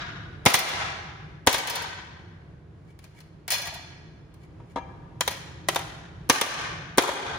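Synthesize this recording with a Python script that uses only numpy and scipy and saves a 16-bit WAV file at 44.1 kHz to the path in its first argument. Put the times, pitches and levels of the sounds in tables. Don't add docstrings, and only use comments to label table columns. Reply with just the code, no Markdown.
import sys
import numpy as np
from scipy import signal
from scipy.fft import rfft, irfft, next_fast_len
from scipy.io import wavfile
from scipy.ndimage import uniform_filter1d, minimum_filter1d, map_coordinates

SR = 44100
rng = np.random.default_rng(int(sys.argv[2]) if len(sys.argv) > 2 else 0)


def master_out(mix):
    frames = np.transpose(np.atleast_2d(mix))
    ceiling = np.clip(frames, -1, 1)
    pcm = np.round(ceiling * 32767).astype(np.int16)
    wavfile.write(sys.argv[1], SR, pcm)


N = 325458
LEAD = SR

# (frequency [Hz], density [dB/Hz])
AIR_SPECTRUM = [(22, -41.5), (40, -8), (90, 0), (125, -3), (160, 1.5), (190, -9.5), (250, -16.5),
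                (320, -10), (500, -20), (1200, -27.5), (3000, -39), (7000, -50), (16000, -68.5)]
# (time [s], level [dB])
AIR_LEVEL = [(0, -42), (1.2, -44), (3, -49), (7.3, -41.5)]
# (frequency [Hz], coherence [0-1])
AIR_COHERENCE = [(100, .95), (290, 0.85), (640, 0.31), (1400, 0.17), (8000, 0.097)]

# (time [s], level [dB], hardness [dB], plank thud [dB], pallet boom [dB],
#   ping [Hz], ping level [dB], rebound time [s], rebound level [dB], rebound hardness [dB],
#   rebound ping [Hz], rebound ping level [dB])
BLOWS = [(-.56, -4.5, 13, -5, -23, 1620, -9, -.48, -22, 5, 2150, -9),
         (.4602, -3.5, 4.5, -8.5, -7.5, 2112, -9, .541, -15.5, 13, 2050, -9),
         (1.4712, -8.5, 7, -5.5, -10.5, 740, -8, 1.5426, -18, 4.5, 1580, -9),
         (5.208, -25, 8.5, -22, -19.5, 3150, -9, 5.277, -24.5, 6, 3900, -9),
         (5.686, -19.5, 4, -28, -26.5, 1937, -8, 5.7592, -20, 0, 3590, -8),
         (6.2974, -7, 7, -3, -19, 6180, -15, 6.4125, -14, 7, 3440, -11),
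         (6.981, -5.3, 3.5, 0, -17, 2120, -7, 7.09, -16.5, -8, 590, -6)]
# (frequency [Hz], level [dB], t60 [s])
PLANK_MODES = [(540, 1, 0.042), (657, -2, .05), (800, 4, 0.025), (955, 4.5, 0.045), (1168, 2.5, 0.028),
               (1620, -.5, 0.02), (2134, -3, 0.04), (3330, -3, 0.022), (3950, -9, .04), (5400, -11, 0.042),
               (6200, -11.5, 0.06), (7100, -12, .04), (9800, -12, .03)]
# (frequency [Hz], level [dB], t60 [s])
THUD_MODES = [(285, 0, .035), (360, 2, 0.028), (455, 4, 0.032)]
# (frequency [Hz], level [dB], t60 [s])
PALLET_MODES = [(68, 0.5, 0.05), (117, 2.5, 0.045), (235, -2, .025)]
# (frequency [Hz], level [dB], t60 [s])
SHEET_MODES = [(497, 1, 0.11), (775, -16, 0.45), (945, 1.5, 0.16), (1070, -1.5, 0.054), (1190, -1, 0.08),
               (1290, -6, 0.11), (1680, -5, 0.11), (2347, -16.5, 0.55), (2735, -19, 0.22), (3160, -27, .8),
               (3980, -21, 0.12), (6170, -32, .3), (6470, -31, .25)]
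# (frequency [Hz], density [dB/Hz])
CRACK_SPECTRUM = [(60, -13.5), (300, -2), (1000, 2.5), (1400, -.5), (2100, 0), (2700, -2.5), (3400, -1),
                  (4600, -5), (6000, -4.5), (10000, -10), (15000, -17.5)]
CONTACT_S, CONTACT_GROWS = 0.01, .6
RISE_SHARE = 0.07
LEAD_IN_S, LEAD_IN_DB, LEAD_IN_GROWS, LEAD_IN_RISE_S = .006, -4, 1.1, .007
ASKEW_STRETCH, ASKEW_WOOD_DB = 1.6, -4.5
SETTLE_SHARE, SETTLE_DB, SETTLE_S = 0.43, -9, 0.032
SOFT_HARD_DB = -3.5
BOOM_PAN_DB = -2.5
CRUSH = 0.115
SNAP_GROWS = -.15
PING_T60 = .038

# (time [s], level [dB], share of free ring time [0-1], hardness [dB])
TOUCHES = [(.485, -18, 0.6, -1), (.503, -20, .4, -1), (.537, -17, 0.55, 2.5), (.551, -16, 0.5, 5),
           (.59, -22, 0.5, 6), (.69, -35.5, 0.2, 3), (1.492, -21, .4, -2), (1.528, -20.5, 0.4, 4),
           (1.546, -24, 0.7, 3), (1.581, -27, 0.4, 4), (1.673, -25, 0.4, 0), (1.699, -25.5, 0.43, 2),
           (1.755, -30, 0.52, 3), (1.822, -37.5, .35, 0.5), (2.99, -50.5, 0, -3.5), (3.041, -48.5, 0.1, -2),
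           (3.204, -48, .2, -3.5), (3.479, -29, 0.3, -2), (3.504, -26, 0.62, 6.5),
           (3.519, -25.5, 0.87, 4.5), (3.536, -28.5, .9, 4), (3.58, -34, 1, 0), (3.617, -36.5, 1, 0.5),
           (3.655, -35.5, 0.9, -4), (3.671, -33.5, 0.55, -3), (3.741, -37.5, 0.7, -3),
           (4.341, -60, 0.2, 0.5), (5.281, -36, .9, 0), (5.311, -34.5, 0.8, -2), (5.747, -30.5, 0, -5),
           (6.322, -23, .2, 0), (7.024, -28, 0.1, 4)]
# (frequency [Hz], level [dB], t60 [s])
PIECE_MODES = [(710, -13, 0.45), (942, -10, 0.45), (1650, -9.5, 0.42), (1910, -4, .27), (2290, -7.5, 0.55),
               (2460, -8.5, 0.45), (2800, -10, .25), (3074, -3, 0.2), (3430, -1, 0.26), (4140, 0, 0.24),
               (4420, 0, 0.22), (4700, -3, .08), (5150, -1, 0.26), (5990, -.5, 0.23), (6900, -4, 0.2),
               (8100, -8, 0.088), (9260, -8, .12), (10400, -4.5, .12), (14300, -2, 0.12)]
# (frequency [Hz], density [dB/Hz])
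CHINK_SPECTRUM = [(100, -34), (450, -8), (750, 0), (1300, -3.5), (2000, -1), (5000, -3), (8000, -6),
                  (15000, -8)]
RATTLE_S, RATTLE_DB = .007, -7
PINNED_DB = -9.5

# (time of the fastest motion [s], level [dB], run-up [s])
PUSHES = [(2.91, -65.5, 0.13), (3.045, -55.5, .04), (3.19, -52.5, 0.066), (4.44, -60.5, 0.06),
          (4.72, -59.5, 0.07)]
PUSH_SWELL_DB, PUSH_STOP_S = 18.5, 0.033
# (frequency [Hz], density [dB/Hz])
SCRAPE_SPECTRUM = [(200, -20), (900, 3), (2200, 3), (4000, -5), (7500, -3), (15000, -14)]

# (time [s], level [dB], pitch of the board [Hz])
ROCKS = [(3.522, -39, 600), (3.595, -41, 580), (3.638, -43, 680), (3.665, -42, 900), (3.684, -43, 700),
         (3.722, -43, 660), (3.757, -43, 720), (3.79, -47, 700)]
# (time [s], level [dB])
LAID = [(4.6, -52), (4.759, -27.5), (4.7635, -35), (4.7715, -33), (4.783, -36)]

# (frequency [Hz], t60 [s])
HALL_T60 = [(150, 0.68), (500, 1.16), (1300, 1.33), (1600, 1.62), (1950, 1.3), (3000, 1.18), (6000, 0.96),
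            (10000, 0.6), (15000, 0.42)]
# (frequency [Hz], level [dB])
HALL_COLOUR = [(100, -18), (300, -2), (700, -.7), (1250, -.5), (1620, -.5), (2400, -1.8), (4000, -2),
               (8000, -3.5), (15000, -6)]
# (frequency [Hz], coherence [0-1])
HALL_COHERENCE = [(250, .85), (600, .35), (1500, .05)]
# (frequency [Hz], level [dB])
COLOUR = [(6800, 0), (8400, -4), (9400, 3), (10700, 3), (12200, -10.5), (13700, 3.5), (15000, 1),
          (16000, -4.5)]
TOP_HZ = 15900


def amp(db):
    return 10 ** (np.asarray(db) / 20)


def unit(x):
    return x / np.sqrt(np.mean(x ** 2) + 1e-20)


def punch(x):
    return x / np.sqrt(np.sum(x ** 2) / (2 * SR * .01) + 1e-20)


def along(points, hz):
    f, v = np.transpose(points)
    return np.interp(np.log(hz + 1), np.log(f + 1), v)


def curve(rows):
    return np.interp(np.arange(N) / SR, *np.transpose(rows))


def wobble(rate):
    knots = rng.standard_normal(int(N * rate / SR) + 4)
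    return map_coordinates(knots, [np.arange(N) * rate / SR])


def filtered(x, response):
    n = x.shape[-1]
    m = next_fast_len(n + SR // 8)
    return irfft(rfft(x, m) * response(np.fft.rfftfreq(m, 1 / SR)), m)[..., :n]


def noise(spectrum, coherence, size):
    def mid_side_gains(hz):
        angle = np.arccos(np.clip(along(coherence, hz), -1, 1)) / 2
        return amp(along(spectrum, hz)) * [np.cos(angle), np.sin(angle)]
    mid, side = filtered(rng.standard_normal((2, size)), mid_side_gains)
    return unit(np.array([mid + side, mid - side]))


def fade(t, t60):
    return np.exp(-np.log(1000) * np.maximum(t, 0) / t60)


def ring(modes, rise, size):
    t = np.arange(size) / SR
    out = np.zeros((2, size))
    for hz, db, t60 in modes:
        strength, detune, skew = rng.standard_normal(3)
        port_skew = skew * min(hz / 4000, 1) * np.array([[1], [-1]])
        phase = rng.uniform(0, 2 * np.pi) + port_skew
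        pitch = hz + detune * .5 / t60
        out += amp(db + 2 * strength) * fade(t, t60) * np.sin(2 * np.pi * pitch * t + phase)
    return punch(out * (1 - np.exp(-t / rise)))


def damped(modes, share):
    return np.array(modes) * [1, 1, share]


def folded(modes, spread, count):
    leaves = np.tile(modes, (count, 1))
    hz = leaves[:, 0]
    detune = spread * np.minimum(hz / 3000, 1) * rng.standard_normal(len(hz))
    return np.c_[hz * (1 + detune), leaves[:, 1:]]


def contact(spectrum, length, t60, size):
    t = np.arange(size) / SR
    chatter = noise(spectrum, [(400, 0.75), (2000, 0.35), (8000, 0.093)], size=size)
    treble = filtered(chatter, lambda hz: hz ** 2 / (hz ** 2 + 4500 ** 2))
    body = (chatter - treble) * (1 - np.exp(-t / 0.0021)) * fade(t - length, t60)
    return punch(body + treble * fade(t - 0.23 * length, 0.34 * t60))


def snap(t60):
    t = np.arange(SR // 50) / SR
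    hiss = noise([(2000, -20), (6000, -2), (15000, 0)], [(8000, .7)], size=len(t))
    return punch(hiss * fade(t, t60))


def hardened(x, db, corner_hz):
    return filtered(x, lambda hz: 1 + (amp(db) - 1) * 1j * hz / (corner_hz + 1j * hz))


def add(track, s, sound):
    start = LEAD + round(s * SR)
    part = track[:, start:start + sound.shape[1]]
    part += sound[:, :part.shape[1]]


def hall(x, grain_db=2.5):
    diffuse = noise([(1000, 0)], HALL_COHERENCE, size=3 * SR // 2)
    hz, t, z = signal.stft(diffuse, SR, nperseg=256)
    build_up = 1 - np.exp(-t / 0.0045)
    clumps = amp(grain_db * rng.standard_normal(len(t)))
    decay = fade(t, along(HALL_T60, hz)[:, None])
    tail = signal.istft(z * build_up * clumps * decay, SR, nperseg=256)[1]
    tail = filtered(tail / np.linalg.norm(tail[0]), lambda f: amp(along(HALL_COLOUR, f)))
    return signal.fftconvolve(x, tail, axes=1)


def ventilation(flutter_db=1):
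    gain = amp(curve(AIR_LEVEL) + flutter_db * wobble(8.4))
    return gain * noise(AIR_SPECTRUM, AIR_COHERENCE, size=N) * amp([[-.4], [.4]])


def hammer_contacts():
    def timing(db, stretch=1):
        length = stretch * CONTACT_S * amp(CONTACT_GROWS * db)
        return length, RISE_SHARE * length
    for s, db, hard_db, thud_db, boom_db, ping_hz, ping_db, back_s, back_db, back_hard_db, *back_ping in BLOWS:
        wood, ping = (thud_db, boom_db), (ping_hz, ping_db)
        lead_in_db = db + LEAD_IN_DB + LEAD_IN_GROWS * db
        yield s - LEAD_IN_S, lead_in_db, *wood, SOFT_HARD_DB, *ping, LEAD_IN_S, LEAD_IN_RISE_S
        yield s, db, *wood, hard_db, *ping, *timing(db)
        back_wood = thud_db + back_db - db + ASKEW_WOOD_DB, boom_db + ASKEW_WOOD_DB
        yield back_s, back_db, *back_wood, back_hard_db, *back_ping, *timing(back_db, ASKEW_STRETCH)
        hop_s = back_s + SETTLE_SHARE * (back_s - s)
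        hop_timing = SETTLE_S, RISE_SHARE * SETTLE_S
        yield hop_s, back_db + SETTLE_DB, *back_wood, SOFT_HARD_DB, *back_ping, *hop_timing


def hammer(crack_db=-0.1, plank_db=-3.2, sheet_db=-15, snap_db=-13, wet_db=-3.3, modes_wet_db=-7.5,
           wood_wet_db=-6, spill=0.2, lag=.00003):
    track, short = np.zeros((2, LEAD + N)), SR // 6
    boom_pan_db = BOOM_PAN_DB * np.array([[1], [-1]])
    port_lag = np.array([[0], [lag]])  # [s], the sheet is slightly nearer to the left port
    for s, db, thud_db, boom_db, hard_db, ping_hz, ping_db, length, rise in hammer_contacts():
        bite = 1 - np.exp(-np.arange(short) / SR / rise)
        crack = contact(CRACK_SPECTRUM, length, t60=0.056, size=short)
        bang = bite * amp(crack_db + CRUSH * db) * crack
        bang[:, :SR // 50] += amp(snap_db + SNAP_GROWS * db) * snap(t60=.018)
        thud = amp(thud_db) * ring(THUD_MODES, rise=0.002, size=short)
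        boom = amp(boom_db + boom_pan_db) * ring(PALLET_MODES, rise=0.0028, size=short)
        wood = bite * (thud + boom)
        plank = amp(plank_db) * ring(PLANK_MODES, rise=0.00062, size=short)
        sheet = amp(sheet_db) * ring(damped(SHEET_MODES, 0.3), rise=0.0031, size=short)
        ping = amp(ping_db) * ring([(ping_hz, 0, PING_T60)], rise=0.0006, size=short)
        modes = bite * (plank + sheet + ping)
        bang, modes = hardened(np.array([bang, modes]), hard_db, corner_hz=2600)
        direct = filtered(bang + wood + modes, lambda hz: np.exp(-2j * np.pi * hz * port_lag))
        add(track, s, amp(db) * direct)
        to_room = bang + amp(wood_wet_db) * wood + amp(modes_wet_db) * modes
        add(track, s, amp(db + wet_db + spill * db) * hall(to_room))
    return track[:, LEAD:] * amp([[.5], [-.5]])


def loose_piece(tick_db=-2.8, ring_db=1.7, snap_db=-11, wet_db=-5, pan_db=1.1, count=3):
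    track = np.zeros((2, LEAD + N))
    for s, db, free, hard_db in TOUCHES:
        free = np.clip(free, .05, 1)
        leaves = folded(damped(PIECE_MODES, free), spread=.014, count=3)
        touch = amp(ring_db + PINNED_DB * (1 - free)) * ring(leaves, rise=0.0012, size=SR // 3)
        touch[:, :SR // 50] += amp(snap_db) * snap(t60=.02)
        add(track, s, amp(db) * hardened(touch, hard_db, corner_hz=4000))
        for k in range(count):
            tick = contact(CHINK_SPECTRUM, 0.0019, t60=0.028 + 0.14 * free, size=SR // 8)
            tick_s = s + RATTLE_S * k * rng.uniform(.6, 1.4)
            gain = amp(db + tick_db + k * RATTLE_DB)
            add(track, tick_s, gain * hardened(tick, hard_db, corner_hz=4000))
    near = track[:, LEAD:]
    return near * amp([[pan_db], [-pan_db]]) + amp(wet_db) * hall(near)[:, :N]


def pushing():
    t = np.arange(N) / SR
    total = np.zeros(N)
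    for s, db, run_up in PUSHES:
        away = np.maximum((s - t) / run_up, (t - s) / PUSH_STOP_S)
        total += amp(db - PUSH_SWELL_DB * away)
    return total


def sliding(grain_db=3.0, sing_db=3, glove_db=-14, wet_db=-6):
    scrape = unit(noise(SCRAPE_SPECTRUM, AIR_COHERENCE, size=N) * amp(grain_db * wobble(380)))
    metal = ring(damped(PIECE_MODES, .18), rise=.0005, size=SR // 6)
    gloved = hardened(metal, glove_db, corner_hz=2500)
    song = unit(signal.fftconvolve(scrape, gloved, axes=1)[:, :N])
    near = pushing() * unit(scrape + amp(sing_db) * song)
    return near + amp(wet_db) * hall(near)[:, :N]


def rocking(t60=.06, wet_db=-8):
    track = np.zeros((2, LEAD + N))
    for s, db, hz in ROCKS:
        knock = ring([(hz, 0, t60), (1.3 * hz, -4, t60)], rise=.002, size=SR // 6)
        add(track, s, amp(db) * knock)
    near = track[:, LEAD:]
    return near + amp(wet_db) * hall(near)[:, :N]


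def sheet_laid(knock_db=-1, ring_db=-2, soft_hz=1300, wet_db=-10.5):
    track = np.zeros((2, LEAD + N))
    for s, db in LAID:
        crack = .6 * contact(CRACK_SPECTRUM, .005, t60=.07, size=SR // 6)
        wood = crack + ring(PLANK_MODES + THUD_MODES[:1], rise=.001, size=SR // 6)
        knock = punch(filtered(wood, lambda hz: 1 / (1 + 1j * hz / soft_hz)))
        add(track, s, amp(db + knock_db) * knock)
        leaves = folded(damped(SHEET_MODES, .8), spread=.005, count=3)
        add(track, s, amp(db + ring_db) * ring(leaves, rise=.001, size=SR // 2))
    near = track[:, LEAD:] * amp([[1.6], [-1.6]])
    return near + amp(wet_db) * hall(near)[:, :N]


def scene():
    return ventilation() + hammer() + loose_piece() + sliding() + rocking() + sheet_laid()


def gain_control(x, limit_db=-8.5, hold=0.19, release_db=58):
    power = np.abs(uniform_filter1d(np.mean(x ** 2, axis=0), size=SR // 200))
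    needed = np.minimum(limit_db - 10 * np.log10(power + 1e-12), 0)
    half = int(hold * SR / 2)
    held = minimum_filter1d(needed, 2 * half + 1, origin=half - SR // 300)
    ramp = release_db * np.arange(N) / SR
    gain_db = np.minimum.accumulate(held - ramp) + ramp
    return x * amp(uniform_filter1d(gain_db, size=SR // 400))


def record(dry):
    def colour_response(hz):
        return amp(along(COLOUR, hz)) * hz ** 4 / (hz ** 4 + 31 ** 4)
    x = gain_control(filtered(dry, colour_response))
    x = x / (1 + np.abs(x / .88) ** 6) ** (1 / 6)
    return filtered(x, lambda hz: 1 / np.sqrt(1 + (hz / TOP_HZ) ** 160))


dry = scene()
out = record(dry)
master_out(out)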